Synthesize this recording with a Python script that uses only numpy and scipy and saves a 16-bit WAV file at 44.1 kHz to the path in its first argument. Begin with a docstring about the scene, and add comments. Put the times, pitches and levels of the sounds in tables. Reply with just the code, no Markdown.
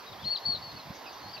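"""Two clear bird whistles ring out over a pond, a little to the left, and the banks throw them back.
Each is a pure tone that scoops up, holds and drops away in quick, rough flicks; the second returns in
a broken late echo. Further off, small birds chirp in short glides blurred by foliage. Light puffs of
wind bump the microphone, two ripples tick softly, and under it all lies the steady distant hum and
hiss of open air."""
import sys
import numpy as np
from scipy import signal
from scipy.fft import rfft, irfft, next_fast_len
from scipy.io import wavfile
from scipy.ndimage import uniform_filter1d

SR = 44100
rng = np.random.default_rng(int(sys.argv[2]) if len(sys.argv) > 2 else 0)


def materialize(psi):
    """Save the field psi as 16-bit PCM at rate SR to the path in sys.argv[1].

    A 1-D psi becomes a single channel; in a 2-D psi each row is a channel.
    """
    bounded = np.clip(np.atleast_2d(psi).T, -1, 1)
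    quanta = np.round(bounded * 32767).astype(np.int16)
    wavfile.write(sys.argv[1], SR, quanta)


N = 61739

# pitch and level curves, one list per whistle (time [s], pitch [Hz], level [dB])
WHISTLE_CURVES = [
    [(.239, 3380, -55.5), (.247, 4110, -41), (.256, 4290, -36.5), (.276, 4323, -33), (.297, 4286, -33.5),
     (.307, 4400, -32), (.324, 4442, -29.5), (.352, 4327, -36.5), (.361, 4050, -29), (.366, 3390, -39),
     (.373, 2830, -54)],
    [(.449, 3663, -54.5), (.455, 4384, -34), (.463, 4472, -27), (.473, 4456, -30), (.496, 4445, -29.5),
     (.519, 4368, -31.5), (.546, 4247, -36), (.554, 4005, -30.5), (.557, 3640, -43), (.561, 2760, -51)],
]
# falling flicks that close each whistle (start [s], length [s], first [Hz], last [Hz], level [dB])
CLOSING_FLICKS = [(0.369, .016, 4950, 3350, -40), (0.382, 0.0072, 4700, 3530, -43.5),
                  (0.558, 0.0091, 4950, 3480, -38.5), (0.57, 0.0108, 4630, 3540, -43.5)]
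# slapback from the banks (delay [s], gain [dB], left over right [dB])
BANK_ECHOES = [(.0072, -18, 3), (0.0192, -15.5, 5), (0.165, -15.5, 4), (.245, -27.5, -0.5)]
# the second whistle's broken late echo (held note at .760 s, falling end at .793 s); the other rows are
# small birds (start [s], length [s], first pitch [Hz], middle pitch [Hz], last pitch [Hz], level [dB],
# left over right [dB], foliage send [dB], rasp depth [Hz])
FAR_GLIDES = [ (0.061, 0.042, 3760, 3854, 3720, -53.5, 9, -19, 25),
              (0.121, 0.022, 4000, 3800, 3200, -53, 12, -21, 25),
              (0.179, .046, 2950, 3400, 3730, -54, 5.5, -12, 40),
              (0.219, 0.035, 3740, 3265, 2820, -51, 6.5, -5, 23),
              (.272, .028, 3760, 3410, 3000, -54, 9, -14, 25),
              (0.321, 0.022, 2520, 2860, 2550, -53, 10, -15, 25.2),
              (.760, .024, 4370, 4410, 4310, -46, 2, -21, 21),
              (.772, 0.024, 2666, 2580, 2660, -59, -8, -10, 23),
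              (.793, .014, 4370, 4130, 3750, -48.5, 3, 0, 28),
              (0.932, 0.032, 6080, 6100, 6130, -68.5, 10, 11, 340),
              (1.057, 0.016, 2950, 2670, 2480, -51.5, -10, -0.5, 60),
              (1.062, .047, 4980, 4900, 4780, -51.5, 4, -4, 260),
              (1.122, .034, 6310, 5780, 5030, -60, 10, -6, 260),
              (1.216, 0.084, 4277, 4290, 4270, -54, 9, -16, 19),
              (1.276, 0.039, 4570, 4510, 4980, -51, 5, -5, 42),
              (1.331, 0.033, 5060, 4610, 4530, -43, 5.5, -5, 29),
              (1.364, 0.017, 2970, 2630, 2580, -50.5, -12, -6, 35),
              (1.377, 0.014, 4300, 4020, 3780, -49, 8, -8, 38)]
# wind on the microphone (peak [s], rise per 10 dB [s], fall per 10 dB [s], level before filtering [dB])
WIND_PUFFS = [(.122, 0.021, 0.032, -50), (.185, 0.0086, .012, -50), (0.249, 0.025, 0.027, -40.5),
              (.342, .01, .012, -59), (0.498, 0.026, 0.011, -38.5), (.54, .012, 0.098, -47),
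              (.635, 0.011, 0.014, -52), (.677, .01, 0.015, -48), (0.741, 0.021, 0.061, -48.5),
              (0.877, 0.02, 0.012, -45.5), (.906, 0.0061, 0.0075, -36), (.98, .03, 0.034, -60),
              (1.261, 0.033, 0.057, -49), (1.379, 0.015, 0.038, -55)]
# tone colour of the turbulence (frequency [Hz], relative level [dB])
WIND_SPECTRUM = [(20, -36), (45, -14.5), (75, -3.5), (150, -2.5), (250, -8), (400, -16.5), (800, -47.5),
                 (2000, -55.5)]
# small laps of water (start [s], pitch [Hz], level [dB])
WATER_LAPS = [(.992, 900, -46), (1.010, 850, -45)]
# tone colour of the open air (frequency [Hz], relative level [dB])
AIR_SPECTRUM = [(25, -26.5), (60, -10), (150, -15), (300, -3.5), (480, -3), (700, 0.5), (1050, -0.5),
                (1400, -8), (1900, -7), (2400, -11.5), (3200, -12), (4000, -10), (4750, -7), (5500, -14),
                (6200, -17), (7200, -30), (8800, -36), (10500, -33.5), (13000, -21.5), (15600, -33)]
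# how centred the air sounds (frequency [Hz], left-right likeness [0-1])
AIR_LIKENESS = [(100, 1), (250, 0.76), (900, 0.84), (1600, 0.68), (2600, 0.55), (4600, 1), (5600, 0.57),
                (7500, 0.29), (10000, 1), (13000, 1)]
# where the air leans (frequency [Hz], left over right [dB])
AIR_PAN = [(250, -.5), (650, -3.5), (1200, -4.5), (1800, -4.5), (2700, -3), (3700, -0.8), (5800, 2),
           (7200, 0.5), (10000, 0)]
# phase offset between the sides (frequency [Hz], left lead [rad])
AIR_LEAD = [(100, -1), (950, -0.14), (2600, -0.75), (5200, -.5), (6100, -2.5), (7100, -1.6), (8300, 0)]

WAVER_HZ, FLUTTER_DB, WAVER_PER_S = 12, 1.03, 130
BIRD_PAN_DB, BIRD_LEFT_LAG_S = 5.5, .00003
WIND_BAND_HZ, WIND_LIKENESS = [52, 340], .86
LAP_RISE_S, LAP_DECAY_S, LAP_WIDTH_OCTAVES = .001, .005, .5
AIR_DB, PATCH_DB, SWELL_DB = -47, 1.4, .15


def whistle(curve, fade_s=.0018):
    """A pure tone that scoops up, holds and drops away, wavering slightly. 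Gives (start, sound)."""
    s, hz, db = np.transpose(curve)
    t = np.arange(s[0], s[-1], 1 / SR)
    pitch = uniform_filter1d(np.interp(t, s, hz), size=130) + WAVER_HZ * wander(len(t), WAVER_PER_S)
    level = amp(np.interp(t, s, db) + FLUTTER_DB * wander(len(t), WAVER_PER_S))
    fades = np.clip(np.minimum(t - s[0], s[-1] - t) / fade_s, 0, 1)
    return s[0], np.sqrt(2) * fades * level * np.sin(2 * np.pi * np.cumsum(pitch) / SR)


def near_bird():
    """The whistles and their rough closing flicks, with echoes from the banks and a faint tail."""
    whistles, flicks = np.zeros((2, N))
    for curve in WHISTLE_CURVES:
        add(whistles, *whistle(curve))
    for start, length, first_hz, last_hz, db in CLOSING_FLICKS:
        add(flicks, start, amp(db) * glide(length, [first_hz, last_hz], rasp_hz=140))
    voice = whistles + flicks
    direct = np.array([delayed(voice, BIRD_LEFT_LAG_S), voice]) * pan(BIRD_PAN_DB)
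    flick_blur = amp(-3) * reverb(flicks * pan(BIRD_PAN_DB), t60_s=.05, predelay_s=0)
    echoes = sum(amp(db) * pan(pan_db) * delayed(voice, s) for s, db, pan_db in BANK_ECHOES)
    early = amp(-21.5) * reverb(direct, t60_s=.12, predelay_s=.008)
    tail = amp(-23) * reverb(direct, t60_s=.8, predelay_s=.008)
    return direct + flick_blur + echoes + early + tail


def glide(length, notes_hz, rasp_hz):
    """A short tone that swells and fades, sliding through its notes; fast pitch jitter adds rasp."""
    progress = np.arange(0, length, 1 / SR) / length
    arc = np.polyfit(np.linspace(0, 1, len(notes_hz)), notes_hz, len(notes_hz) - 1)
    pitch = np.polyval(arc, progress) + rasp_hz * wander(len(progress), per_s=350)
    envelope = np.sqrt(2 * abs(np.sin(np.pi * progress)))
    return envelope * np.sin(2 * np.pi * np.cumsum(pitch) / SR)


def late_echo_and_small_birds():
    """The second whistle's broken late echo and distant chirps, blurred as foliage scatters them."""
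    direct, send = np.zeros((2, 2, N))
    for start, length, *notes_hz, db, pan_db, send_db, rasp_hz in FAR_GLIDES:
        tone = pan(pan_db) * amp(db) * glide(length, notes_hz, rasp_hz)
        add(direct, start, tone)
        add(send, start, tone * amp(send_db))
    return direct + reverb(send, t60_s=.11, predelay_s=.0043)


def wind():
    """Low turbulence on the microphone that swells and dies with each puff."""
    t, hz = np.arange(N) / SR, np.fft.rfftfreq(N, 1 / SR)
    power = sum(amp(db - 10 * np.maximum((peak - t) / rise, (t - peak) / fall)) ** 2
                for peak, rise, fall, db in WIND_PUFFS)
    rumble = irfft(rfft(rng.standard_normal((2, N))) * amp(curve_at(WIND_SPECTRUM, hz)), N)
    # level the rumble so that the puffs set the dynamics
    rumble_power = uniform_filter1d(abs(signal.hilbert(rumble)) ** 2, size=900, axis=1) / 2
    mid, side = rumble / np.sqrt(rumble_power)
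    stereo = np.sqrt(1 + WIND_LIKENESS) * mid + np.sqrt(1 - WIND_LIKENESS) * np.array([side, -side])
    band = signal.butter(2, WIND_BAND_HZ, "bandpass", fs=SR, output="sos")
    return signal.sosfiltfilt(band, np.sqrt(power / 2) * stereo)


def ripples():
    """Water laps in soft ticks: brief bursts of noise around one pitch."""
    out, t, hz = np.zeros(N), np.arange(N) / SR, np.fft.rfftfreq(N, 1 / SR)
    envelope = np.minimum(t / LAP_RISE_S, 1) * np.exp(-t / LAP_DECAY_S)
    for start, pitch_hz, db in WATER_LAPS:
        band = np.exp(-.5 * (np.log2((hz + 1) / pitch_hz) / LAP_WIDTH_OCTAVES) ** 2)
        splash = unit_rms(irfft(rfft(rng.standard_normal(N)) * band, N))
        add(out, start, amp(db) * splash * envelope)
    return out


def open_air():
    """A steady bed of far-off hum and hiss, with faint patches drifting through its spectrum."""
    frames, hz = N // 256 + 6, np.fft.rfftfreq(1024, 1 / SR)
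    noise = rng.standard_normal((5, frames, len(hz)))
    left, unrelated = noise[0] + 1j * noise[1], noise[2] + 1j * noise[3]
    drift = uniform_filter1d(noise[4], size=12, axis=0)
    patches = unit_rms(uniform_filter1d(drift, size=10, axis=1))
    swell = unit_rms(uniform_filter1d(rng.standard_normal(frames), size=30))[:, None]
    likeness = curve_at(AIR_LIKENESS, hz)
    right = likeness * left + np.sqrt(1 - likeness ** 2) * unrelated
    right *= np.exp(-1j * curve_at(AIR_LEAD, hz))
    spectra = np.array([left, right]) * pan(curve_at(AIR_PAN, hz))[:, None]
    spectra *= amp(curve_at(AIR_SPECTRUM, hz) + PATCH_DB * patches + SWELL_DB * swell)
    bed = signal.istft(spectra.swapaxes(1, 2), nperseg=1024, noverlap=768)[1][:, :N]
    return amp(AIR_DB) * bed / np.std(bed.mean(0))


def reverb(x, t60_s, predelay_s, taps_per_s=2000):
    """Many small reflections that die away, partly alike on both sides."""
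    t = np.arange(N) / SR
    taps = rng.standard_normal((3, N)) * (rng.random((3, N)) < taps_per_s / SR)
    tail = (taps[0] + .5 * taps[1:]) * np.exp(-np.log(1000) * t / t60_s)
    tail /= np.linalg.norm(tail, axis=1, keepdims=True)
    return delayed(signal.fftconvolve(x, tail, axes=1)[:, :N], predelay_s)


def delayed(x, s):
    """Delays by s seconds, to any fraction of a sample."""
    size = next_fast_len(2 * N)
    shift = np.exp(-2j * np.pi * np.fft.rfftfreq(size, 1 / SR) * s)
    return irfft(rfft(x, size) * shift, size)[..., :N]


def wander(n, per_s):
    """Smooth random modulation of rms about 1, rolling off around per_s cycles a second."""
    rolloff = (1 + (np.fft.rfftfreq(N, 1 / SR) / per_s) ** 2) ** 2
    return unit_rms(irfft(rfft(rng.standard_normal(N)) / rolloff, N))[:n]


def amp(db):
    """Decibels to gain."""
    return 10 ** (np.asarray(db) / 20)


def pan(db):
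    """Left and right gains; positive leans left."""
    return amp(np.array([[.5], [-.5]]) * db)


def unit_rms(x):
    """Scales to rms 1."""
    return x / np.sqrt(np.mean(x ** 2) + 1e-20)


def curve_at(points, hz):
    """Reads a table on a log-frequency axis."""
    f, value = np.transpose(points)
    return np.interp(np.log(hz + 1), np.log(f + 1), value)


def add(mix, s, sound):
    """Mixes a sound in at time s."""
    part = mix[..., max(round(s * SR), 0):][..., :sound.shape[-1]]
    part += sound[..., :part.shape[-1]]


def scene():
    """The pond mix: birds in front, then wind, air and water."""
    return near_bird() + late_echo_and_small_birds() + wind() + open_air() + ripples()


def record(dry):
    """A steep high cut takes off the very top of the hiss."""
    high_cut = signal.firwin(801, 15740, window=("kaiser", 9), fs=SR)
    return signal.oaconvolve(dry, high_cut[None], "same")


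dry = scene()
out = record(dry)
materialize(out)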